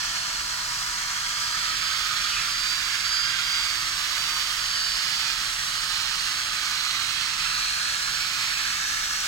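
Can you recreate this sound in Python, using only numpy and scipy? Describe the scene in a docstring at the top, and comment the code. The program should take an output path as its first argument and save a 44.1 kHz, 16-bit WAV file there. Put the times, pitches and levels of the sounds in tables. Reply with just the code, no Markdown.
"""In a humming workshop, a cordless drill spins a wire wheel along a rusty steel bar held in a vice.
Thousands of bristle strikes a second make the bar and wheel ring with a rasp, and once the wires
screech over the edge. The motor and gears whine, sag under the load and pick up when the hand eases off.
Two close microphones hear the rasp change as the wheel travels back and forth."""
import sys
import numpy as np
from scipy import signal
from scipy.fft import rfft, irfft
from scipy.io import wavfile
from scipy.ndimage import uniform_filter1d

SR = 44100
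rng = np.random.default_rng(int(sys.argv[2]) if len(sys.argv) > 2 else 0)


def waveform_to_disk(signal):
    """Save audio, clipped to [-1, 1], as 16-bit WAV at the path in sys.argv[1]."""
    frames = np.transpose(np.atleast_2d(signal))
    scaled = np.clip(frames, -1, 1) * 32767
    samples = np.round(scaled).astype(np.int16)
    wavfile.write(sys.argv[1], SR, samples)


N = 408807
T = np.arange(N) / SR
SIDES = np.array([[.5], [-.5]])  # splits a balance (left minus right) between the two microphones

# The room's rumble. Each row: frequency in Hz, relative level in dB.
ROOM_RUMBLE = [(12, -31), (20, -5.5), (38, 1), (76, -5), (109, -6.5), (188, -7), (238, -15), (297, -14),
               (450, -26), (580, -49), (990, -120)]
# The room's hum. Each row: pitch in Hz, level in dB.
ROOM_HUM = [(32.3, -56), (99.7, -64), (114, -63), (145, -64)]
# How fast the motor turns. Each row: time in seconds, turns per second.
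SHAFT_SPEED = [(0, 335), (0.25, 332.3), (0.68, 327.2), (1.2, 322.3), (1.62, 322.2), (2.27, 313),
               (2.55, 315.6), (3.02, 309), (3.17, 319.2), (3.33, 321.2), (3.39, 317), (3.6, 317),
               (4.1, 309.8), (4.36, 310.4), (4.58, 307), (5.04, 303.3), (5.29, 302.4), (5.5, 294.7),
               (5.8, 295), (6.1, 297), (6.4, 294), (6.98, 292.3), (7.22, 301.6), (7.6, 297.6), (8.1, 293.8),
               (8.85, 284), (9.27, 281.5)]
# The whine swells as the drill moves. Each row: start and end in seconds, peak and balance in dB.
WHINE_SWELLS = [(-.15, 0.27, -48, -6), (.5, 1.02, -41, -7), (1.26, 1.7, -37.5, -13),
                (1.72, 2.08, -37.5, -10), (2.19, 2.397, -37, -9), (2.46, 2.632, -34, 1.5),
                (2.587, 2.767, -32, -8), (2.76, 2.95, -41, -7), (3.018, 3.33, -30.5, -9),
                (3.42, 3.64, -30.5, -1), (3.53, 3.85, -36.5, -14), (4.09, 4.521, -34, -2),
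                (4.56, 4.97, -36.5, -3), (5.1, 5.32, -35.5, -1), (6.47, 7.02, -44, -10),
                (7.139, 7.326, -40, -8), (7.55, 8.3, -44, 2), (9.001, 9.399, -48, -3)]
# A thinner gear whistle stands out. Each row: start and end in seconds, peak and balance in dB.
WHISTLE_SWELLS = [(7.3, 8.151, -46, -7), (8.74, 9.14, -43, -7)]
# Other motor and gear tones. Each row: multiple of the shaft speed, base level in dB, balance in dB.
MOTOR_TONES = [(0.995, -65.5, -7), (2.003, -66.5, 0), (2.993, -57.5, -0.5), (5, -55, -16),
               (9.95, -54.5, -9), (13.92, -51.5, -8), (20.1, -61, -3), (30.06, -61.5, 7)]
# Where the drill's housing rings. Each row: frequency in Hz, width in Hz, boost in dB.
HOUSING_RINGS = [(668, 27, 7.5), (987, 47, 10.5), (8925, 390, 11)]
# The falling screech. Each row: time in seconds, pitch in Hz, level in dB.
SCREECH = [(2.15, 3500, -70), (2.25, 3200, -40), (2.34, 2670, -31.5), (2.41, 2374, -34), (2.5, 2210, -46),
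           (2.62, 1930, -70)]
# The hand's strokes. Each row: time of the turn in seconds, reach (0 left, 1 right), pause in seconds.
HAND_STROKES = [(2.05, 0.79, .02), (2.8, 0.87, .05), (3.55, 0.96, 0.073), (4.27, 1, .1), (5.2, 0.98, .02),
                (6.05, 0.99, 0.016), (6.95, 0.91, 0.42), (8.33, 0.78, 0.022)]
# How hard the wheel scrubs. Each row: time in seconds, strength in dB.
SCRUB_STRENGTH = [(0.0, -34.5), (0.95, -35.5), (1.4, -32), (2.3, -30), (3.25, -30), (4.0, -31),
                  (5.7, -32.5), (7.6, -31), (9.27, -32.5)]
# The fine, high scratching. Each row: time in seconds, strength in dB.
HISS_STRENGTH = [(0, -54.5), (1.2, -52.5), (2.1, -50.5), (3.6, -50.5), (4.0, -47.5), (4.45, -46.5),
                 (4.8, -50.5), (5.2, -49), (7.4, -51), (7.8, -51), (8.35, -50.5), (9.27, -50)]
# Where the bar and wheel ring. Each row: frequency in Hz, width in Hz, boost in dB.
STEEL_RINGS = [(1282, 123, 2), (1720, 140, 1), (4300, 620, 2)]
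# Ringing that swells while the bristles bite at one spot.
# Each row: start and end in seconds, first and last frequency in Hz, width in Hz, boost in dB.
BITE_RINGS = [(-2.5, 1.7, 1000, 910, 240, 7), (-.6, 0.78, 4500, 4280, 450, 3),
              (-.6, 0.6, 2950, 2850, 350, 1.5), (-0.7, 1.6, 5400, 5900, 800, 2),
              (0.8, 2.75, 1150, 1340, 260, 4), (1.0, 2.8, 3060, 3450, 260, 3.5),
              (1.1, 2.1, 4400, 4600, 450, 3), (2.5, 3.8, 1580, 1620, 280, 3),
              (2.5, 4.2, 2300, 2060, 350, 3.5), (3.9, 4.6, 4200, 4280, 385, 3.5),
              (4.5, 5.19, 2950, 2860, 234, 3), (5, 5.05, 2400, 2350, 220, 6.5),
              (4.5, 5.53, 4740, 4950, 800, 5), (4.85, 5.6, 4240, 4200, 360, 4),
              (5.5, 6.6, 4500, 4750, 850, 2.5), (5.5, 6.64, 4230, 4180, 450, 4.5),
              (6.4, 6.4, 5300, 5150, 470, 7), (6.5, 7.38, 4230, 4200, 510, 6),
              (7.05, 8.12, 2510, 2550, 410, 5), (7.15, 8.3, 4130, 4130, 417, 6.5),
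              (7.5, 8.28, 1620, 1664, 180, 4), (8, 8.95, 2440, 2570, 380, 7),
              (8.0, 8.8, 4450, 4140, 600, 4.5), (8.5, 9.5, 1700, 1734, 177, 3),
              (8.5, 9.4, 5950, 5800, 930, 3)]
# The rasp's tone colour. Each row: frequency in Hz, the left microphone's gain in dB with the wheel
# at the bar's left end and at its right end, then the same two for the right microphone.
RASP_COLOUR = [(436, -24, -29, -28, -29.5), (732, -16, -26.5, -18.5, -17.5),
               (1001, -11.5, -14.5, -15, -9.5), (1234, -5.5, -6, -1.5, -1), (1740, -15, -12.5, 1.5, -1.5),
               (2020, -12.5, -13.5, -2, -1), (2750, -14.5, -9, -5.5, -1), (3220, -12, -7, -2.5, 1),
               (3870, -11.5, -12, -8.5, -1), (4060, -8, -12.5, -2.0, -4), (5200, -2, -13, -5, -1.5),
               (6220, -3.5, -9.5, -10.5, -6.5), (8300, -11.5, -16, -13.5, -16.5),
               (10730, -23, -26, -23, -26.5), (15000, -25, -27, -25.5, -25.5)]
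# How alike the microphones sound. Each row: frequency in Hz, likeness and share of the delay (0 to 1).
MIC_LIKENESS = [(40, 1, 1), (402, 0, 1), (755, 0.53, 0.92), (1180, .9, 0.41), (1670, 0.79, 0.34),
                (2190, 0.47, 0.96), (6060, 0.51, 0.94), (6230, .15, .5), (6370, 0.94, 0.01),
                (9000, 0.57, .03), (14800, 1, 0.02)]


def undb(db):
    """Turn decibels into a gain."""
    return 10 ** (np.asarray(db) / 20)


def over_time(table, t):
    """Read a table's columns at the times t."""
    times, *columns = np.transpose(table)
    return [np.interp(t, times, column) for column in columns]


def over_frequency(table, hz):
    """Read a table's columns at the frequencies hz, on a log scale."""
    points, *columns = np.transpose(table)
    return [np.interp(np.log(hz + 1), np.log(points), column) for column in columns]


def bell(offset, width):
    """A resonance hump: 1 at the centre, one half at half the width away."""
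    return .5 ** ((2 * offset / width) ** 2)


def wander(rate):
    """A random drift of about 1 either way, with `rate` new values a second."""
    knots = rng.standard_normal(N // 100)
    return np.interp(T * rate, np.arange(len(knots)), knots)


def ripple(shape, size):
    """A smooth random pattern over frequency and time, about 1 either way."""
    field = rng.standard_normal(shape)
    for axis in (0, 1, 0, 1):
        field = uniform_filter1d(field, size[axis], axis=axis)
    return field / field.std()


def tone(turns, db, balance_db, lead=0):
    """A pure tone at both microphones; the left is ahead by `lead` radians."""
    return np.sqrt(2) * undb(db + SIDES * balance_db) * np.sin(2 * np.pi * turns + SIDES * lead)


def workshop(rumble_db=-52.0, waver_db=2):
    """Low rumble and a wavering hum, the same at both microphones."""
    shape_db, = over_frequency(ROOM_RUMBLE, np.arange(N // 2 + 1) * SR / N)
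    rumble = irfft(rfft(rng.standard_normal(N)) * undb(shape_db), N)
    hum = sum(tone(hz * T + 0.12 * wander(3), db + waver_db * wander(5), 0) for hz, db in ROOM_HUM)
    return undb(rumble_db) * rumble / rumble.std() + hum


def swelling(swells, quiet_db, quiet_balance_db, wander_db=4.5, roundness=0.47):
    """Level and balance in dB of a quiet, drifting drill tone with rounded swells on top."""
    power = undb(quiet_db + wander_db * wander(6.5) + SIDES * quiet_balance_db) ** 2
    for start, end, peak_db, balance_db in swells:
        progress = np.clip((T - start) / (end - start), 0, 1)
        arch = (4 * progress * (1 - progress)) ** roundness
        power += (undb(peak_db + SIDES * balance_db) * arch) ** 2
    left_db, right_db = 10 * np.log10(power)
    return (left_db + right_db) / 2, left_db - right_db


def drill(shaft_hz, jitter=0.000883, whine_multiple=15, whistle_multiple=13.06):
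    """Motor and gears sing at multiples of one slightly unsteady shaft speed."""
    turns = np.cumsum(shaft_hz * (1 + jitter * wander(60))) / SR
    db, balance_db = swelling(WHINE_SWELLS, quiet_db=-47, quiet_balance_db=-8)
    whine = tone(whine_multiple * turns, db + 1.2 * wander(30), balance_db + 2 * wander(3.03), lead=1)
    db, balance_db = swelling(WHISTLE_SWELLS, quiet_db=-50.5, quiet_balance_db=-5)
    whistle = tone(whistle_multiple * turns, db, balance_db)
    sound = whine + whistle
    for multiple, base_db, balance_db in MOTOR_TONES:
        # these tones grow louder where the housing rings along
        pitch_hz = multiple * shaft_hz
        housing_db = sum(boost * bell(pitch_hz - hz, width) for hz, width, boost in HOUSING_RINGS)
        db = base_db + housing_db + 2.5 * wander(10)
        sound += tone(multiple * turns, db, balance_db, lead=1.53 * wander(1.967))
    return sound


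def skid(width_hz=720):
    """Wires chatter over the edge of the bar in a rough, falling screech."""
    hz, db = over_time(SCREECH, T)
    noise = rng.standard_normal(N) + 1j * rng.standard_normal(N)
    chatter = signal.sosfilt(signal.butter(2, width_hz / 2, fs=SR, output="sos"), noise)
    chatter /= chatter.std()
    # the chatter shakes both pitch and loudness
    turns = np.cumsum(hz) / SR + np.angle(chatter) / (2 * np.pi)
    return abs(chatter) * tone(turns, db, balance_db=-6)


def wheel_place(t, bars_per_s=1.24, rest_place=0.2):
    """Where the wheel is (0 left, 1 right): the hand pushes it out, pauses and draws it back."""
    strokes = [reach - bars_per_s * np.maximum(abs(t - turn) - pause / 2, 0)
               for turn, reach, pause in HAND_STROKES]
    return np.clip(np.max(strokes, axis=0), rest_place, 1)


def above_average(values, t, span_s):
    """How far a curve lies above its own running average."""
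    return values - uniform_filter1d(values, max(int(span_s / (t[1] - t[0])), 1))


def hiss_change(t, place, shaft_hz, usual_db=-51.0, db_per_bar=7, db_per_hz=0.5):
    """The hiss grows at the far end of a stroke and thins as the hand eases and the motor picks up."""
    db, = over_time(HISS_STRENGTH, t)
    further_out = above_average(place, t, span_s=0.8)
    faster_hz = np.maximum(above_average(np.interp(t, T, shaft_hz), t, span_s=0.85), 0)
    return db - usual_db + db_per_bar * further_out - db_per_hz * faster_hz


def ringing(hz, t):
    """Boost in dB from the ringing bar and wheel: steady peaks, and sliding ones where bristles bite."""
    db = sum(boost * bell(hz - ring_hz, width) for ring_hz, width, boost in STEEL_RINGS)
    for start, end, first_hz, last_hz, width, boost in BITE_RINGS:
        progress = np.clip((t - start) / (end - start), 0, 1)
        ring_hz = first_hz + progress * (last_hz - first_hz)
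        db = db + boost * np.sin(np.pi * progress) * bell(hz - ring_hz, width)
    return db


def right_microphone(direct, reflections, hz, place, left_end_s=0.00037, right_end_s=0.00016):
    """The right microphone hears the strikes a little later, mixed with reflections of its own."""
    likeness, delay_share = np.clip(over_frequency(MIC_LIKENESS, hz), 0, 1)
    delay_s = delay_share * (left_end_s + place * (right_end_s - left_end_s))
    delayed = direct * np.exp(-2j * np.pi * hz * delay_s)
    return likeness * delayed + np.sqrt(1 - likeness ** 2) * reflections


def bristles(shaft_hz, gear_ratio=0.054, grit_db=3.0, wobble=0.018, flutter_db=0.5):
    """Wire tips strike thickly and unevenly; the slightly lopsided wheel presses harder once a turn."""
    wheel_turns = np.cumsum(shaft_hz) * gear_ratio / SR
    strikes = rng.standard_normal((2, N)) * undb(grit_db * rng.standard_normal(N))
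    pressure = (1 + wobble * np.sin(2 * np.pi * wheel_turns)) * undb(flutter_db * wander(40))
    return strikes / strikes.std() * pressure


def rasp(shaft_hz, gain_db=14.5, patchy_db=2.03, frame=2048):
    """The strikes ring the bar and wheel; the place where they touch sets the tone colour."""
    hz, t, (direct, reflections) = signal.stft(bristles(shaft_hz), SR, nperseg=frame)
    hz = hz[:, None]
    place = wheel_place(t)
    scrub_db, = over_time(SCRUB_STRENGTH, t)
    # The top follows the hiss, the middle the scrubbing. Each row: frequency in Hz, share of each.
    hiss_share, scrub_share = over_frequency(
        [(600, 0.31, 0), (1230, 0.086, 0.23), (4540, 0, 0.79), (7550, 0.25, 0.08), (11000, 0.65, 0.11)],
        hz)
    db = gain_db + scrub_db.mean() + scrub_share * (scrub_db - scrub_db.mean())
    db += hiss_share * hiss_change(t, place, shaft_hz) + ringing(hz, t)
    right = right_microphone(direct, reflections, hz, place)
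    colours = over_frequency(RASP_COLOUR, hz)
    channels = []
    for sound, (left_end_db, right_end_db) in ((direct, colours[:2]), (right, colours[2:])):
        colour_db = left_end_db + place * (right_end_db - left_end_db)
        # the steel's many close resonances come and go as the contact moves
        patches_db = patchy_db * ripple(sound.shape, size=(2, 14))
        shaped = sound * undb(db + colour_db + patches_db)
        channels.append(signal.istft(shaped, SR, nperseg=frame)[1][:N])
    return np.array(channels)


def scene():
    """The drill drives the wheel against the bar in the workshop."""
    shaft_hz, = over_time(SHAFT_SPEED, T)
    return rasp(shaft_hz) + skid() + drill(shaft_hz) + workshop()


def record(dry):
    """Cut the treble steeply above 15900 Hz."""
    return signal.sosfilt(signal.ellip(12, .2, 80, 15900, fs=SR, output="sos"), dry)


dry = scene()
out = record(dry)
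waveform_to_disk(out)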